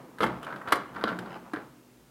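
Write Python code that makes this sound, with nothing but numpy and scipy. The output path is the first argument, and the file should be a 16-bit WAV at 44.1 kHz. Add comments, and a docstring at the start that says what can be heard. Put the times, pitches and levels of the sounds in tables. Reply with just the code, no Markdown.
"""Toner cartridge pulled from a printer

Close by in a quiet office, a plastic cartridge breaks free with a clattering thud, scrapes along
its guides, clacks over two stops and bumps the frame on its way out. The knocks ring the printer's
hollow body and the cartridge's shell; a faint hum lies underneath."""
import sys
import numpy as np
from scipy import signal
from scipy.fft import rfft, irfft, next_fast_len
from scipy.io import wavfile

SR = 44100
rng = np.random.default_rng(int(sys.argv[2]) if len(sys.argv) > 2 else 0)


def wav_out(sig):
    """Save sig, one row per channel (or a flat mono array), as 16-bit PCM at SR to the path in sys.argv[1]."""
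    wavfile.write(sys.argv[1], SR, np.round(np.clip(np.atleast_2d(sig).T, -1, 1) * 32767).astype(np.int16))


N = 92610

# dense ringing of printer body and cartridge shell: f/Hz, level/dB
BODY_COLOUR = [(60, -38), (130, -12), (220, 2), (450, 0), (700, 5), (1100, -31), (2500, -67)]
SHELL_COLOUR = [(250, -23), (600, -31.5), (950, -2), (1450, 0), (1900, -6.5), (2400, -15.5), (5000, -60)]
# contact noise, hard crack and bright snap: f/Hz, level/dB
CRACK_COLOUR = [(1000, -32), (2200, -15), (3000, 2), (3800, -3.5), (5000, -9), (6500, -27), (12000, -56)]
SNAP_COLOUR = [(2500, -31), (5000, -5), (7000, -0.5), (10500, 1.5), (13000, -2.5), (16000, -14.5)]
# guide resonances: f/Hz, level/dB, t60/s
GUIDE_MODES = [(1050, -7, .025), (1250, -4, .03), (1410, -2, .035), (1530, 2, .038)]
ATTACK_S, SHELL_T60_S = 0.00052, 0.061


def amp(db):
    """Decibels to gain."""
    return 10 ** (np.asarray(db) / 20)


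def unit(x):
    """Scale to rms 1."""
    return x / np.sqrt(np.mean(x ** 2) + 1e-20)


def along(points, hz):
    """Interpolate (f/Hz, value) points on a log axis."""
    f, value = np.transpose(points)
    return np.interp(np.log(hz + 1), np.log(f + 1), value)


def level(points):
    """Gain per sample from (t/s, level/dB) points."""
    return amp(np.interp(np.arange(N) / SR, *np.transpose(points)))


def filtered(x, response):
    """Zero-phase filter of gain response(hz)."""
    size = next_fast_len(len(x) + 8192)
    hz = np.fft.rfftfreq(size, 1 / SR)
    return irfft(rfft(x, size) * response(hz), size)[:len(x)]


def coloured(x, colour):
    """Shape x by (f/Hz, level/dB) points; rms 1."""
    return unit(filtered(x, lambda hz: amp(along(colour, hz))))


def noise(colour, size):
    """Coloured noise, rms 1."""
    return coloured(rng.standard_normal(size), colour)


def add(track, start_s, sound):
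    """Mix sound into track in place."""
    part = track[round(start_s * SR):][:len(sound)]
    part += sound[:len(part)]


def burst(colour, t60_s):
    """Dense ringing: decaying noise with the energy of its envelope."""
    t = np.arange(SR // 4) / SR
    fade = amp(-60 * t / t60_s) * (1 - np.exp(-t / ATTACK_S))
    x = noise(colour, len(t)) * fade
    return x * np.linalg.norm(fade) / np.linalg.norm(x)


def ring(modes, stretch=1, scatter_db=2.5):
    """Struck modes, their balance varying per strike; stretch scales t60."""
    t = np.arange(SR // 3) / SR
    hz, db, t60_s = np.transpose(modes)[:, :, None]
    polarity = (-1) ** (np.arange(len(db))[:, None] // 2)
    gain = polarity * amp(db + scatter_db * rng.standard_normal(db.shape))
    waves = gain * np.sin(2 * np.pi * hz * t) * amp(-60 * t / (t60_s * stretch))
    return np.sqrt(2) * waves.sum(0) / np.linalg.norm(gain) * (1 - np.exp(-t / ATTACK_S))


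def slips(per_s, spread_db):
    """Stick-slip impulses of random time, sign and size."""
    impulses = (rng.random(N) < per_s / SR) * rng.choice([-1, 1], N)
    return impulses * amp(spread_db * np.clip(rng.standard_normal(N), -2, 2))


def background():
    """Steady room noise and a faint hum."""
    # hum lines and noise spectrum: f/Hz, level/dB
    hum_lines = [(126, -69), (247, -65)]
    floor_colour = [(25, -45), (43, -19.5), (58, 3.5), (78, -36), (120, 0), (180, -6), (250, -11),
                    (372, -8.5), (600, -13.5), (1200, -17), (4150, -24), (15800, -28)]
    t = np.arange(N) / SR
    hum = sum(amp(db) * np.sqrt(2) * np.sin(2 * np.pi * (hz * t + rng.random())) for hz, db in hum_lines)
    return hum + amp(-60) * noise(floor_colour, N)


def echo(build_s=0.004):
    """Office impulse response; treble dies first."""
    # room decay: f/Hz, t60/s
    decay = [(100, 0.98), (400, 0.38), (1500, 0.4), (4000, 0.36), (12000, 0.15)]
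    hz, t, spectra = signal.stft(rng.standard_normal(SR * 3 // 4), SR, nperseg=256)
    fade = amp(-60 * t / along(decay, hz)[:, None])
    tail = signal.istft(spectra * fade, SR, nperseg=256)[1]
    tail *= 1 - np.exp(-(np.arange(len(tail)) / SR / build_s) ** 2)
    return tail / np.linalg.norm(tail)


def room(x, count=7):
    """Reverb, crossfaded between responses as the cartridge moves."""
    place = np.linspace(0, count - 1, N)
    weights = (np.sqrt(np.maximum(1 - abs(place - k), 0)) for k in range(count))
    return sum(signal.fftconvolve(x * weight, echo())[:N] for weight in weights)


def sliding():
    """Plastic scrapes on plastic and judders as it binds in the guides; the shifting body rumbles."""
    # envelopes: t/s, level/dB
    scrape_levels = [(0, -50), (.08, -59), (.17, -57), (.28, -37.5), (.41, -49), (.48, -42.5), (.54, -42.5),
                     (.65, -50), (.70, -38), (.80, -45), (.91, -51), (.98, -43.5), (1.11, -42),
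                     (1.16, -44.5), (1.29, -45), (1.37, -43), (1.41, -55.5), (1.48, -49.5), (1.52, -56),
                     (1.59, -44.5), (1.70, -64.5), (2.1, -82)]
    judder_levels = [(.41, -78), (.48, -47.5), (.54, -45.5), (.60, -62), (.68, -47), (.88, -72), (.97, -48),
                     (1.005, -59), (1.06, -34), (1.13, -55), (1.26, -59.5), (1.37, -54), (1.42, -89)]
    rumble_levels = [(0, -49), (.18, -57), (.25, -32.5), (.35, -45.5), (.42, -56), (.56, -46), (.64, -61),
                     (.69, -51.5), (.90, -53.5), (1.03, -42.5), (1.10, -48.5), (1.20, -41), (1.32, -50),
                     (1.50, -55.5), (1.58, -49.5), (1.72, -62), (2.1, -64)]
    # spectra: f/Hz, level/dB
    scrape_colour = [(100, -72), (250, -2.5), (450, 3.5), (700, 4.5), (950, 5), (1200, 3.5), (1500, -3),
                     (1750, -6), (2500, -13.5), (3400, -19.5), (5500, -31), (15000, -41)]
    rumble_colour = [(30, -36), (48, -26), (60, -9), (78, -16), (100, -12.5), (128, 2), (155, -2),
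                     (190, 4.5), (260, 3.5), (400, 0), (700, -16), (2000, -61)]
    scrape = coloured(slips(per_s=830, spread_db=-0.5), scrape_colour)
    judder = unit(signal.fftconvolve(slips(per_s=600, spread_db=3), ring(GUIDE_MODES))[:N])
    rumble = noise(rumble_colour, N)
    return scrape * level(scrape_levels) + judder * level(judder_levels) + rumble * level(rumble_levels)


def rasps(edge_t60_s=0.006):
    """Tight edges rub: fine slips swell and fade, ringing the edge under a dry hiss."""
    # breaking free, starting to slide: t/s, length/s, crack/dB, hiss/dB, edge/dB, edge f/Hz
    rubs = [(0.208, 0.054, -42, -54.5, -48, 3570), (0.413, 0.054, -68, -70, -51.5, 3070)]
    out = np.zeros(N)
    for start_s, length_s, crack_db, hiss_db, edge_db, edge_hz in rubs:
        size = int(length_s * SR)
        grains = slips(per_s=690, spread_db=-1.5)[:size]
        edge_ring = ring([(edge_hz, 0, edge_t60_s)])
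        edge = amp(edge_db) * unit(signal.fftconvolve(grains, edge_ring)[:size])
        crack = amp(crack_db) * coloured(grains, CRACK_COLOUR)
        hiss = amp(hiss_db) * coloured(grains, SNAP_COLOUR)
        add(out, start_s, np.hanning(size) * (edge + crack + hiss))
    return out


def guide():
    """The guides ring; pitch varies with the point of contact."""
    shift = 1 + rng.uniform(-0.02, 0.02)
    return ring([(hz * shift, db, t60_s) for hz, db, t60_s in GUIDE_MODES])


def ratchet():
    """Cartridge ribs click over the lip of the bay, each ringing a rib and the guides."""
    # rib contacts: t/s, level/dB
    contacts = [(1.281, -53), (1.306, -43.5), (1.317, -51), (1.33, -43.5), (1.3429, -39.5), (1.3554, -45.5)]
    # rib resonances: f/Hz, level/dB, t60/s
    rib_modes = [(2250, -2, .014), (2650, -1, .014), (3020, 0, .018), (3950, -4, .011), (5040, -7, .012)]
    out = np.zeros(N)
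    for start_s, db in contacts:
        add(out, start_s, amp(db) * (ring(rib_modes) + amp(-2) * guide()))
    return out


def click(crack_db, snap_db, stretch):
    """Hard plastic on plastic: small stiff catches ring under a crack and a bright snap."""
    # catch resonances: f/Hz, level/dB, t60/s
    catch_modes = [(2482, -8, .035), (2977, -4, .04), (3500, 2, .025), (3871, 3, .035), (4393, -4, .04),
                   (6207, -14, .025)]
    out = amp(crack_db - 1) * ring(catch_modes, stretch)
    add(out, 0, amp(crack_db - 0.5) * burst(CRACK_COLOUR, t60_s=0.078 * stretch))
    add(out, 0, amp(snap_db + 3) * burst(SNAP_COLOUR, t60_s=0.057 * stretch))
    return out


def ticks(rise_s=0.00045):
    """Ribs and catches rub over the guides and ring them lightly, with a soft onset."""
    # light contacts: t/s, guide/dB, crack/dB, snap/dB
    contacts = [(0.1848, -36.5, -50.5, -55.5), (0.429, -36.5, -51, -54), (0.446, -51, -52, -55.5),
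                (0.4667, -29, -51, -65), (.504, -39, -55, -70), (0.525, -31, -51.5, -73),
                (0.538, -39.5, -68, -84), (0.560, -40.5, -50.5, -61), (.6145, -35.5, -61, -66),
                (0.685, -32, -44, -54.5), (0.707, -52, -49, -63), (0.9467, -40, -54, -68),
                (0.962, -30, -49.5, -65), (1.0105, -31.5, -49.5, -65), (1.023, -30.5, -63, -73),
                (1.052, -36, -59, -64), (1.079, -27, -37, -61), (1.089, -30, -42, -58),
                (1.10, -30.5, -49, -64), (1.127, -29, -63, -70), (1.188, -34, -41.5, -49),
                (1.259, -41.5, -53.5, -72), (1.55, -33.5, -60, -68), (1.56, -35.5, -49, -68)]
    out = np.zeros(N)
    for start_s, guide_db, crack_db, snap_db in contacts:
        tick = amp(guide_db) * guide() + click(crack_db, snap_db, stretch=0.61)
        add(tick, 0, amp(guide_db - 4.5) * burst(SHELL_COLOUR, SHELL_T60_S))
        onset = 1 - np.exp(-np.arange(len(tick)) / SR / rise_s)
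        add(out, start_s, tick * onset)
    return out


def thump(hz, t60_s):
    """One panel mode, with little energy below its own pitch."""
    low_cut = signal.butter(2, hz / 2, 'high', fs=SR, output='sos')
    return signal.sosfilt(low_cut, ring([(hz, 0, t60_s)]))


def rattle(first_s=0.283, gap_s=0.027, loss_db=0.8, t60_s=0.06):
    """After the break-out a loose panel bumps the hollow body, weaker each time."""
    out = np.zeros(N)
    for k in range(4):
        start_s, db = first_s + k * gap_s, -38.5 - k * loss_db
        add(out, start_s, amp(db) * thump(hz=149, t60_s=t60_s))
        add(out, start_s, amp(db - 1.5) * burst(BODY_COLOUR, t60_s))
    return out


def knocks():
    """Each knock thumps a panel, rings printer body and cartridge shell, and clicks."""
    # cartridge on printer: t/s, body/dB, shell/dB, crack/dB, snap/dB, t60 factor,
    # thump/dB, thump f/Hz, thump t60/s
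    hits = [(0.205, -28.5, -26, -37.5, -50.5, 1.08, -30.5, 1277, 0.068),
            (.221, -26, -30.5, -47, -54, 0.95, -29.5, 326, 0.037),
            (0.231, -24.5, -19, -30, -48, 0.57, -28, 229, 0.13),
            (.239, -29.5, -22.5, -57, -47.5, 1.1, -17, 890, 0.032),
            (.263, -38, -30, -44, -56, 1.23, -40, 129, 0.24),
            (0.674, -44.5, -33.5, -48.5, -66, 1.7, -44, 105.4, 0.061),
            (0.7212, -35, -21, -35.5, -37.5, 1, -31.5, 404, 0.081),
            (0.7234, -33.5, -15.5, -25, -31.5, 0.67, -7, 1146, 0.017),
            (.731, -28, -19, -36, -49, 0.64, -29, 1747, 0.041),
            (0.755, -41.5, -32, -49, -47, 0.86, -29.5, 562, 0.044),
            (0.766, -38, -31, -52, -60, 0.44, -34.5, 420, 0.034),
            (1.0389, -25.5, -20, -25, -42.5, 0.26, -9.5, 528, 0.009),
            (1.0425, -31.5, -22.5, -39, -64, 0.35, -30.5, 223, 0.17),
            (1.0747, -34.5, -42, -56, -64, 0.92, -20.5, 1355, 0.021),
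            (1.115, -37.5, -37, -62, -68, 0.77, -38.5, 180.8, 0.62),
            (1.534, -34.5, -33, -48.5, -54.5, 0.72, -31.5, 1020, 0.022),
            (1.537, -40, -32.5, -46, -68, 0.41, -26, 305, 0.062),
            (1.569, -37.5, -36, -60, -76, 0.66, -37, 423, .04)]
    # body and shell resonances: f/Hz, level/dB, t60/s
    body_modes = [(112.4, -38, 0.73), (189, -24, 0.44), (230, -16, 0.086), (292.8, -2.5, 0.17),
                  (354, -6, 0.18), (441, 1.5, 0.15), (514, -6, 0.078), (587, -2, 0.099), (696.4, 1, 0.071)]
    shell_modes = [(928, -10, .06), (1060, -2, .08), (1136, -4, .07), (1243, 0, .08), (1360, -1, .07),
                   (1520, -3, .05), (1752, -2, .07), (2096, -5, .07)]
    out = np.zeros(N)
    for start_s, body_db, shell_db, crack_db, snap_db, stretch, thump_db, thump_hz, thump_t60_s in hits:
        add(out, start_s, amp(thump_db) * thump(thump_hz, thump_t60_s))
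        add(out, start_s, amp(body_db + 1) * ring(body_modes, stretch))
        add(out, start_s, amp(body_db + 1.5) * burst(BODY_COLOUR, t60_s=0.057 * stretch))
        add(out, start_s, amp(shell_db - 4.5) * ring(shell_modes, stretch))
        add(out, start_s, amp(shell_db) * burst(SHELL_COLOUR, SHELL_T60_S * stretch))
        add(out, start_s, click(crack_db, snap_db, stretch))
    return out


def scene():
    """Cartridge, reverb and quiet office; mono."""
    direct = knocks() + rattle() + ticks() + ratchet() + rasps() + sliding()
    return (direct + amp(-12.5) * room(direct) + background())[None]


def record(dry, low_cut_hz=52.5, top_hz=16000):
    """Microphone bass roll-off and a hard band limit."""
    low_cut = signal.butter(6, low_cut_hz, 'high', fs=SR, output='sos')
    thin = signal.sosfilt(low_cut, dry)
    return np.array([filtered(x, lambda hz: hz < top_hz) for x in thin])


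dry = scene()
out = record(dry)
wav_out(out)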